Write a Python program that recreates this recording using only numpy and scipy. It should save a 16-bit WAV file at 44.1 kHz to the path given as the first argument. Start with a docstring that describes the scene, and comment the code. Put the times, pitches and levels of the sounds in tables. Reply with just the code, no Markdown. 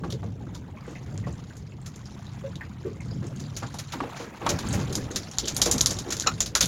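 """A freshly landed tuna thrashes on the wet fibreglass floor of a small open boat at sea.
Each tail impact cracks the water film and drives the deck; once, the skin squeaks by stick-slip friction.
Feet and gear knock on the hull, whose panels ring in their damped modes. Around the boat wind buffets
low, water sloshes, washes and fizzes along the side, and trapped air resonates in gulps and plips."""
import sys
import numpy as np
from scipy import signal
from scipy.fft import rfft, irfft, next_fast_len
from scipy.io import wavfile
from scipy.ndimage import uniform_filter1d

SR = 44100
rng = np.random.default_rng(int(sys.argv[2]) if len(sys.argv) > 2 else 0)


def generate_wav(sig):
    """Save sig (samples, or channels by samples) to the path in sys.argv[1] as 16-bit PCM at SR."""
    pcm = np.round(np.clip(np.atleast_2d(sig).T, -1, 1) * 32767).astype(np.int16)
    wavfile.write(sys.argv[1], SR, pcm)


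N = 294317


def gain_of(db):
    """Amplitude ratio of a level in decibels."""
    return 10 ** (np.asarray(db) / 20)

def unit_rms(x):
    """Normalisation to rms 1."""
    return x / np.sqrt(np.mean(x ** 2) + 1e-20)

def envelope(curve):
    """A gain for every sample, interpolated in dB between (seconds, dB) points."""
    return gain_of(np.interp(np.arange(N) / SR, *np.transpose(curve)))

def spectrum_db(spectrum, hz):
    """A spectrum's level, interpolated along a logarithmic frequency axis."""
    corner_hz, db = np.transpose(spectrum)
    return np.interp(np.log(hz + 1), np.log(corner_hz + 1), db)

def add(mix, start_s, sound):
    """Superposition: a sound sums into the mix from its start time."""
    part = mix[max(round(start_s * SR), 0):][:len(sound)]
    part += sound[:len(part)]

def coloured(x, spectrum):
    """Filtering by multiplication of spectra; the result has rms 1."""
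    n = next_fast_len(len(x), True)
    response = gain_of(spectrum_db(spectrum, np.fft.rfftfreq(n, 1 / SR)))
    return unit_rms(irfft(rfft(x, n) * response, n)[:len(x)])

def bell(detuning):
    """Lorentzian curve: 1 at the centre, one half at a detuning of 1."""
    return 1 / (1 + detuning ** 2)

def burst(noise, shape):
    """Amplitude-modulated noise carrying just the energy of its envelope."""
    return unit_rms(noise * shape) * np.sqrt(np.mean(shape ** 2))

def patchy_noise(spectrum, patch_db, flicker_db, patch_bins, patch_frames):
    """Random modulation in time and frequency breaks noise into short bright and dark patches."""
    hz = np.fft.rfftfreq(512, 1 / SR)
    real, imag, patches, flicker = rng.standard_normal((4, N // 128 + 5, len(hz)))
    for _ in range(2):
        patches = uniform_filter1d(uniform_filter1d(patches, patch_frames, 0), patch_bins, 1)
    flicker = uniform_filter1d(flicker[:, :1], patch_frames, 0)
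    swing_db = patch_db * np.tanh(unit_rms(patches)) + flicker_db * np.tanh(unit_rms(flicker))
    frames = (real + 1j * imag) * gain_of(spectrum_db(spectrum, hz) + swing_db)
    return unit_rms(signal.istft(frames.T, nperseg=512, noverlap=384)[1][:N])

def boat_reverb(x, wet_db, t60):
    """Reflections between deck and sides: convolution with exponentially decaying noise."""
    t = np.arange(8000) / SR
    tail = rng.standard_normal(len(t)) * gain_of(-60 * t / t60) * (t > .0015)
    return x + gain_of(wet_db) * signal.oaconvolve(x, tail / np.linalg.norm(tail))[:len(x)]

def scattered_burst(noise, shape, wet_db, t60):
    """A burst feeds a diffuse field between deck and sides, whose energy decays exponentially."""
    retained = float(gain_of(-120 / (t60 * SR)))  # share of energy left after one sample
    tail = np.sqrt(signal.lfilter([1 - retained], [1, -retained], shape ** 2))
    return burst(noise, shape) + gain_of(wet_db) * burst(noise[::-1], tail)


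# Spectrum of the buffeting. Each row: frequency in Hz, relative density in dB.
WIND_SPECTRUM = [(20, -74), (54, -5), (95, 1.5), (128, 3.5), (206, -4), (400, -26), (880, -120)]
# Strength of the gusts. Each row: time in seconds, level in dB.
WIND_LEVEL = [(0.0, -32), (0.03, -31.5), (0.89, -42.5), (1.14, -35), (1.22, -31.5), (1.49, -41.5),
              (2.95, -37.5), (3.16, -32.5), (4.4, -47.5), (4.55, -28.5), (4.6, -38.5), (4.75, -24),
              (4.9, -32), (5.39, -45), (5.72, -31), (6.26, -42), (6.32, -32.5), (6.56, -47.5), (6.67, -32)]

def wind():
    """Turbulent pressure fluctuations: low noise that swells with the gusts."""
    return envelope(WIND_LEVEL) * coloured(rng.standard_normal(N), WIND_SPECTRUM)


# Spectrum of the slosh. Each row: frequency in Hz, relative density in dB.
SLOSH_SPECTRUM = [(120, -1.5), (260, 5.5), (480, -1.5), (720, -10), (1400, -45.5)]
# Strength of the slosh. 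Each row: time in seconds, relative level in dB.
SLOSH_LEVEL = [(0.0, -42.5), (0.7, -48.5), (1.13, -44), (1.47, -49), (2.69, -51), (3.36, -43),
               (3.75, -53.5), (4.85, -36.5), (5.15, -34), (5.33, -46.5), (5.61, -37.5), (6.67, -48)]

def slosh():
    """Irregular motion of water under the hull modulates a low band of noise into lumps."""
    lumps = patchy_noise(SLOSH_SPECTRUM, patch_db=4, flicker_db=5, patch_bins=2, patch_frames=6)
    return gain_of(-1) * envelope(SLOSH_LEVEL) * lumps


# Spectrum of washing water. Each row: frequency in Hz, relative density in dB.
WASH_SPECTRUM = [(400, -7), (800, 10), (1300, 7), (2000, 3.5), (3200, -3), (6000, -21)]
# Strength of the flow along the hull. Each row: time in seconds, relative level in dB.
WASH_LEVEL = [(0.0, -61), (0.35, -59.5), (1.13, -53.5), (1.76, -61), (2.38, -52), (2.86, -57.5), (3.9, -54),
              (4.1, -43.5), (4.4, -49.5), (4.47, -36.5), (4.62, -41.5), (5.33, -51), (5.68, -40),
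              (6.43, -58), (6.67, -54)]

def wash():
    """Flow noise and entrained bubbles rise and fall together as water runs along the hull."""
    flow = patchy_noise(WASH_SPECTRUM, patch_db=6, flicker_db=4, patch_bins=4, patch_frames=3)
    return envelope(WASH_LEVEL) * (gain_of(-1) * flow + gain_of(-7) * bubbles())

def bubbles(per_s=260, decay_cycles=5, low_hz=700, high_hz=5000, pitches=24):
    """Tiny bubbles arrive as a Poisson process, each a damped oscillator."""
    t, out = np.arange(1500) / SR, np.zeros(N)
    hz = np.geomspace(low_hz, high_hz, pitches)[rng.integers(0, pitches, N)]
    born = rng.random(N) < per_s / SR
    strength_db = 5 * np.minimum(rng.exponential(1, N), 3)
    for at in np.flatnonzero(born):
        cycles = hz[at] * t
        shape = (1 - np.exp(-cycles)) * np.exp(-cycles / decay_cycles)
        gain = gain_of(strength_db[at] - 4 * np.log2(hz[at]))
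        add(out, at / SR, gain * shape * np.sin(2 * np.pi * cycles))
    return unit_rms(out)


# Spectra of the fizz and of fine spray. Each row: frequency in Hz, relative density in dB.
FIZZ_SPECTRUM = [(1200, 9.5), (2500, 7.5), (3700, 12.5), (5200, 10.5), (6900, 12), (7500, 9), (8100, -31),
                 (9500, 1.5), (11500, -14), (13200, -28), (16000, -33)]
SPRAY_SPECTRUM = [(6500, -48), (8100, -3.5), (9200, 5.5), (11000, 3.5), (12300, 1), (13200, -5),
                  (16000, -26)]
# Strength of the treble fizz. Each row: time in seconds, relative level in dB.
FIZZ_LEVEL = [(0.0, -58.5), (0.52, -62), (0.76, -64.5), (1.1, -55.5), (1.44, -56), (1.7, -62), (1.83, -62),
              (2.08, -55), (2.8, -60), (3.68, -49), (4.46, -56), (4.68, -42), (5.16, -48), (5.35, -45.5),
              (5.8, -44), (6.42, -45), (6.54, -68)]

def fizz(drops_per_s=120, foam_exponent=1.4):
    """Shot noise of droplets over a flickering hiss; foam grows by a power law, so louder is brighter."""
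    hiss = patchy_noise(FIZZ_SPECTRUM, patch_db=-9.5, flicker_db=9, patch_bins=6, patch_frames=3)
    sizes = gain_of(5 * np.minimum(rng.exponential(1, N), 3)) * rng.choice([-1, 1], N)
    ticks = sizes * (rng.random(N) < drops_per_s / SR)
    drops = unit_rms(boat_reverb(coloured(ticks, FIZZ_SPECTRUM), wet_db=-2.5, t60=0.072))
    strength = envelope(FIZZ_LEVEL)
    foam_strength = strength.max() * (strength / strength.max()) ** foam_exponent
    foam = foam_strength * coloured(rng.standard_normal(N), SPRAY_SPECTRUM)
    return strength * (gain_of(-4) * hiss + gain_of(-7) * drops) + gain_of(-22) * foam


# Modes of the fibreglass panels. Each entry: natural frequency in Hz.
PANEL_MODES_HZ = [120, 175, 258, 340, 468, 572, 690, 808, 945, 1152, 1300, 1419, 1640, 1800, 2080]

def panel_modes(t, centre_hz, octaves):
    """Modal superposition: the modes nearest the centre frequency are excited most."""
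    detuning = rng.standard_normal(len(PANEL_MODES_HZ)) / 100  # each spot is tuned a little differently
    hz = np.array(PANEL_MODES_HZ) * (1 + detuning)
    weight = bell(np.log2(hz / centre_hz) / octaves)
    modes = np.sin(2 * np.pi * (hz[:, None] * t + rng.random((len(hz), 1))))
    return weight / np.linalg.norm(weight) @ modes


# Broad resonances of the hull. Each row: frequency in Hz, width in Hz, relative peak in dB.
HULL_RESONANCES = [(263, 130, -6.5), (520, 180, -19), (805, 59, -22), (1107, 200, -14.5)]

def hull_ring(db, centre_hz, t60, rise_s, floor_db=-13, dull_hz=4500):
    """Free decay after a blow: distinct panel modes and the diffuse hull resonances near them."""
    t = np.arange(12000) / SR
    hz = np.fft.rfftfreq(len(t), 1 / SR)
    peaks = sum(gain_of(peak) * bell(2 * (hz - f) / width) for f, width, peak in HULL_RESONANCES)
    excitation = bell(np.log2((hz + 1) / centre_hz)) * bell(hz / dull_hz)
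    diffuse = irfft(rfft(rng.standard_normal(len(t))) * (gain_of(floor_db) + peaks) * excitation)
    notes = panel_modes(t, centre_hz, octaves=0.22)
    shape = gain_of(db - 60 * t / t60) * (1 - np.exp(-t / rise_s))
    return gain_of(-8) * burst(diffuse, shape) + gain_of(-6) * shape * notes


# Blows of feet and gear. Each row: start in seconds, level in dB, centre of the ring in Hz,
# time to decay by 60 dB in seconds, boom in dB relative to the level.
HULL_KNOCKS = [(0.036, -26.5, 1070, 0.073, 1.5), (0.045, -28.5, 830, 0.035, -4),
               (0.229, -25.5, 600, 0.058, -8.5), (0.877, -30, 427, 0.16, -5), (1.268, -26, 580, 0.11, -7),
               (3.223, -29, 295, 0.32, -5), (3.623, -25.5, 820, 0.13, -22), (3.628, -30, 1440, 0.12, -25),
               (3.63, -22.5, 130, 0.16, -23), (3.741, -31.5, 825, 0.11, -14),
               (3.935, -24.5, 930, 0.095, -2), (4.003, -16, 1040, 0.045, -6.5), (4.035, -24, 805, 0.06, -5),
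               (4.198, -26.5, 475, 0.17, -10), (4.415, -27.5, 950, 0.13, -3),
               (4.464, -12, 1070, 0.079, -11), (4.504, -21.5, 520, 0.23, -3.5),
               (4.734, -25.5, 587, 0.16, -5), (4.772, -21.5, 117, 0.36, -8.5),
               (5.661, -19.5, 460, 0.28, -5), (5.739, -19.5, 277, 0.13, -28),
               (5.917, -23.5, 520, 0.07, -19), (6.062, -25.5, 327, 0.079, -1),
               (6.263, -21.5, 565, 0.11, -12.5), (6.552, -17, 1360, 0.12, -17),
               (6.632, -22.5, 168, 0.28, -26)]

def knocks(boom_hz=317, boom_delay_s=0.01):
    """Impulse excitation: the struck panel rings, then the whole hull follows with a low boom."""
    out = np.zeros(N)
    for start, db, hz, t60, boom_db in HULL_KNOCKS:
        add(out, start, hull_ring(db, hz, t60, rise_s=0.00093))
        boom = hull_ring(db + boom_db, boom_hz * rng.uniform(0.735, 1.35), t60=0.24, rise_s=0.0024)
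        add(out, start + boom_delay_s, boom)
    return out


# Spectra of the skin's crack and the deck's answer. Each row: frequency in Hz, relative density in dB.
CRACK_SPECTRUM = [(1200, -8.5), (2400, -17), (3000, -6), (3600, -1), (4300, -3.5), (5300, -5), (6500, 0),
                  (7300, 0), (8000, -26), (10000, -46)]
DECK_SPECTRUM = [(100, 3), (300, -10.5), (600, 11), (900, -7), (1350, 6.5), (2000, 3.5), (2800, 1.5),
                 (4500, -14.5)]

def slap(db, contact_s, spray_db, crack_hz, crack_octaves=0.33, usual_contact_s=0.0031, thud_hz=54.7):
    """Contact time sets an impact's timbre: a short one snaps, a long one pushes the deck harder."""
    n = np.arange(8192)
    t = n / SR
    progress = t / max(contact_s, .0004)
    force = progress * np.exp(1 - progress)
    doublings = np.log2(contact_s / usual_contact_s)
    skin, panel, drops, film = rng.standard_normal((4, len(t)))
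    tearing = gain_of(3 * unit_rms(uniform_filter1d(film, size=24)))  # the water film breaks in spurts
    hz, density_db = np.transpose(CRACK_SPECTRUM)
    colour = np.c_[hz, density_db + 10 * np.log10(bell(np.log2(hz / crack_hz) / crack_octaves))]
    crack = scattered_burst(coloured(skin, colour) * tearing, force, wet_db=0.5, t60=0.12)
    spray = scattered_burst(coloured(drops, SPRAY_SPECTRUM) * tearing, force, wet_db=3.5, t60=0.11)
    click = coloured((n == 30) * 1., colour) * (n < 400)
    snap = gain_of(-8 - 8 * doublings) * click / click.max()
    deck = scattered_burst(coloured(panel, DECK_SPECTRUM), force, wet_db=4.5, t60=0.15)
    ring = gain_of(-21.5 - 60 * t / 0.073) * panel_modes(t, centre_hz=1400, octaves=1)
    # the floor flexes under the weight of the fish
    thud = gain_of(-22.5 - 60 * t / 0.87) * (1 - t / t[-1]) * np.sin(2 * np.pi * thud_hz * t)
    from_skin = gain_of(-1.5) * crack + gain_of(spray_db - 4) * spray + snap
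    from_floor = gain_of(-13.5 + 8 * doublings) * deck + ring + thud
    return gain_of(db) * (from_skin + from_floor)


# Wet slaps, from handling to full tail beats. Each row: start in seconds, level in dB,
# contact time in seconds, relative spray level in dB, centre of the crack in Hz.
FISH_SLAPS = [(0.102, -37.5, 0.0023, -14, 3600), (0.123, -33.5, 0.0019, -20, 3760),
              (0.546, -43, 0.0034, -15, 4500), (1.177, -40.5, 0.00043, -30, 6500),
              (1.568, -45, 0.0015, -12, 6300), (1.859, -42, 0.0042, -12, 6100),
              (1.9598, -42.5, 0.00089, -11, 7040), (2.556, -39, 0.00097, -20, 3470),
              (3.396, -41.5, 0.0034, -16, 5500), (3.565, -31, 0.003, -12, 5700),
              (3.741, -40, 0.0018, -7, 5460), (3.785, -35, 0.0046, -10, 4870),
              (3.92, -36.5, 0.0059, -20, 4400), (4.465, -26, 0.00095, -18, 2180),
              (4.49, -22.5, 0.0039, -16, 5350), (4.5863, -33.5, 0.0033, -13, 5000),
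              (4.73, -36.5, 0.0077, -10.5, 5250), (4.925, -34, 0.0028, -10, 5570),
              (4.9532, -20, 0.00078, -10, 6250), (5.159, -23, 0.0028, -13.5, 5150),
              (5.3847, -14.5, 0.00062, -19, 5100), (5.455, -32, 0.0019, -18, 5500),
              (5.473, -30, 0.0038, -21, 3800), (5.481, -21, 0.0016, -18, 5340),
              (5.565, -19.5, 0.001, -5, 6600), (5.616, -10.5, 0.0015, -13.5, 5250),
              (5.657, -21.5, 0.0032, -12, 5650), (5.7124, -13.5, 0.0013, -8.5, 6900),
              (5.724, -22, 0.0011, -24, 6270), (5.78, -23, 0.0015, -13, 5900),
              (5.8086, -18, 0.00034, -24, 3940), (5.8123, -13, 0.00046, -8.5, 6170),
              (5.8597, -11.5, 0.00085, -9.5, 5260), (5.906, -25, 0.0026, -13.5, 5900),
              (5.9865, -27, 0.0016, -14.5, 5600), (6.103, -29.5, 0.0036, -16, 5630),
              (6.1208, -25.5, 0.0036, -16.5, 6040), (6.1673, -28, 0.00098, -13, 5400),
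              (6.1985, -23.5, 0.00044, -12, 6400), (6.207, -21, 0.00061, -22, 6300),
              (6.222, -28, 0.00064, -12, 4500), (6.4043, -15, 0.0018, -22, 6700),
              (6.459, -29.5, 0.0026, -13, 4930), (6.5507, -15, 0.0023, -14, 5050),
              (6.6064, -15.5, 0.0033, -12.5, 5170), (6.627, -19, 0.0021, -13, 3770),
              (6.6564, -23.5, 0.00089, -8, 6200)]

def thrashing(rebound_s=0.02, rebound_db=-24):
    """Inelastic collision: the fish hits the deck, and each beat has one much softer rebound."""
    out = np.zeros(N)
    for start, db, contact_s, spray_db, hz in FISH_SLAPS:
        add(out, start, slap(db, contact_s, spray_db, hz))
        delay = rebound_s * rng.uniform(0.54, 1.2)
        add(out, start + delay, slap(db + rebound_db, contact_s, spray_db, hz))
    return out

def pats(per_s=14, contact_s=0.00096, low_hz=3600, high_hz=7500, octaves=0.165):
    """Light wet impacts at random moments: band-limited bursts whose level follows the fizz."""
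    t, out = np.arange(2048) / SR, np.zeros(N)
    hz = np.fft.rfftfreq(len(t), 1 / SR)
    force = t / contact_s * np.exp(1 - t / contact_s)
    for when, size, pitch in rng.random((round(per_s * N / SR), 3)):
        centre_hz = low_hz + (high_hz - low_hz) * pitch
        band = bell(np.log2((hz + 1) / centre_hz) / octaves)
        skin = irfft(rfft(rng.standard_normal(len(t))) * band)
        add(out, when * N / SR, burst(skin, gain_of(1.5 + 12 * size ** 2) * force))
    return boat_reverb(envelope(FIZZ_LEVEL) * out, wet_db=-2.5, t60=0.16)


def air_pocket(db, hz, rise_cycles=2, flutter=0.1):
    """Bubble resonance, wobbling as water closes over it; small pockets die sooner and splash more."""
    t = np.arange(9000) / SR
    surface, spray = rng.standard_normal((2, len(t)))
    cycles = np.cumsum(hz * (1 + flutter * unit_rms(uniform_filter1d(surface, 120)))) / SR
    t60 = 0.079 * (1000 / hz) ** 0.81
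    shape = gain_of(db + 1 - 60 * t / t60) * (1 - np.exp(-t * hz / rise_cycles))
    splash = gain_of(-18 + 6 * min(np.log2(hz / 1000), 1)) * coloured(spray, WASH_SPECTRUM)
    return shape * (np.sin(2 * np.pi * cycles) + splash)


# Air trapped under and beside the hull. Each row: start in seconds, level in dB, pitch in Hz.
TRAPPED_AIR = [(0.124, -31, 401), (0.77, -41, 2230), (0.772, -43.5, 1184), (0.849, -45, 2080),
               (0.954, -37.5, 2490), (1.239, -39.5, 1890), (1.504, -43, 1590), (1.72, -46.5, 2570),
               (2.437, -31, 504), (2.609, -29.5, 1895), (2.849, -22.5, 396), (3.003, -38.5, 2140),
               (3.111, -39.5, 4520), (5.43, -29.5, 389), (6.236, -33.5, 1640)]

def gulps(fragments=3, gurgle_db=-9, spacing_s=0.016):
    """Bubble break-up: each pocket of air rings, then gurgles into fainter bubbles of nearby pitch."""
    out = np.zeros(N)
    for start, db, hz in TRAPPED_AIR:
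        add(out, start, air_pocket(db, hz))
        for k, (late, pitch) in enumerate(rng.random((fragments, 2)), 1):
            fragment = air_pocket(db + gurgle_db * (1 + k / 2), hz * 2 ** (pitch - .5))
            add(out, start + spacing_s * (k + late - .5), fragment)
    return boat_reverb(out, wet_db=-0.5, t60=0.079)

def plips(per_s=11, db=-39, low_hz=600, high_hz=3200):
    """Small bubbles resonate at random moments beside the hull, the higher ones more faintly."""
    out = np.zeros(N)
    for when, faintness, pitch in rng.random((round(per_s * N / SR), 3)):
        hz = low_hz * (high_hz / low_hz) ** pitch
        add(out, when * N / SR, air_pocket(db - 10 * (faintness + pitch), hz))
    return out


# Small waves against the side. Each row: time of the crest in seconds, level in dB, half length in seconds.
WAVE_CRESTS = [(0.904, -54.5, 0.058), (4.172, -41, 0.0077), (4.214, -43, 0.046)]

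def swishes():
    """A passing wave radiates broadband hiss that swells and sinks under a Gaussian envelope."""
    t = np.arange(N) / SR
    swell = sum(gain_of(db) * np.exp(-((t - crest) / half) ** 2) for crest, db, half in WAVE_CRESTS)
    flow = coloured(rng.standard_normal(N), WASH_SPECTRUM)
    hiss = coloured(rng.standard_normal(N), FIZZ_SPECTRUM)
    return swell * unit_rms(flow + hiss)


# Course of the squeak. Each row: time in seconds, pitch in Hz, level in dB, overtone tilt in dB per octave.
SQUEAK_PATH = [(6.263, 1136, -37, 1), (6.269, 1410, -20.5, -6), (6.273, 1408, -19, 5.5),
               (6.277, 1254, -14.5, -5), (6.294, 1402, -28.5, -14), (6.309, 1400, -51, -2),
               (6.318, 1456, -30.5, -13), (6.327, 1400, -54, -12)]
# Partials of the squeak. Each row: harmonic number, relative level in dB.
SQUEAK_HARMONICS = [(1, -3.5), (2, -7.5), (3, -5.5), (4, -6.5), (5, -5)]

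def squeak(jitter=0.024, rub_db=-11):
    """Stick-slip of wet skin on the deck: a shrill catch that dips, then a note that rises as it dies."""
    times, *columns = np.transpose(SQUEAK_PATH)
    t = np.arange(times[0], times[-1], 1 / SR)
    hz, level_db, tilt_db = (np.interp(t, times, column) for column in columns)
    waver = jitter * unit_rms(uniform_filter1d(rng.standard_normal(len(t)), 30))
    cycles = np.cumsum(hz * (1 + waver)) / SR
    tone = sum(gain_of(db + tilt_db * np.log2(k)) * np.sin(2 * np.pi * (k * cycles + rng.random()))
               for k, db in SQUEAK_HARMONICS)
    rub = gain_of(rub_db) * coloured(rng.standard_normal(len(t)), WASH_SPECTRUM)
    out = np.zeros(N)
    add(out, times[0], gain_of(level_db) * (tone + rub))
    return boat_reverb(out, wet_db=-5, t60=0.08)


def scene():
    """Linear superposition of all sources in the middle of the boat, in one channel."""
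    events = thrashing() + pats() + knocks() + gulps() + plips() + squeak() + swishes()
    return (events + wind() + slosh() + wash() + fizz())[None]

def record(dry, ceiling=0.9, cutoff_hz=16200):
    """Soft saturation rounds the highest peaks; a low-pass filter then limits the band."""
    rounded = dry / (1 + (dry / ceiling) ** 8) ** (1 / 8)
    lowpass = signal.firwin(255, cutoff_hz, window=("kaiser", 9), fs=SR)
    return signal.oaconvolve(rounded, lowpass[None], "same")


dry = scene()
out = record(dry)
generate_wav(out)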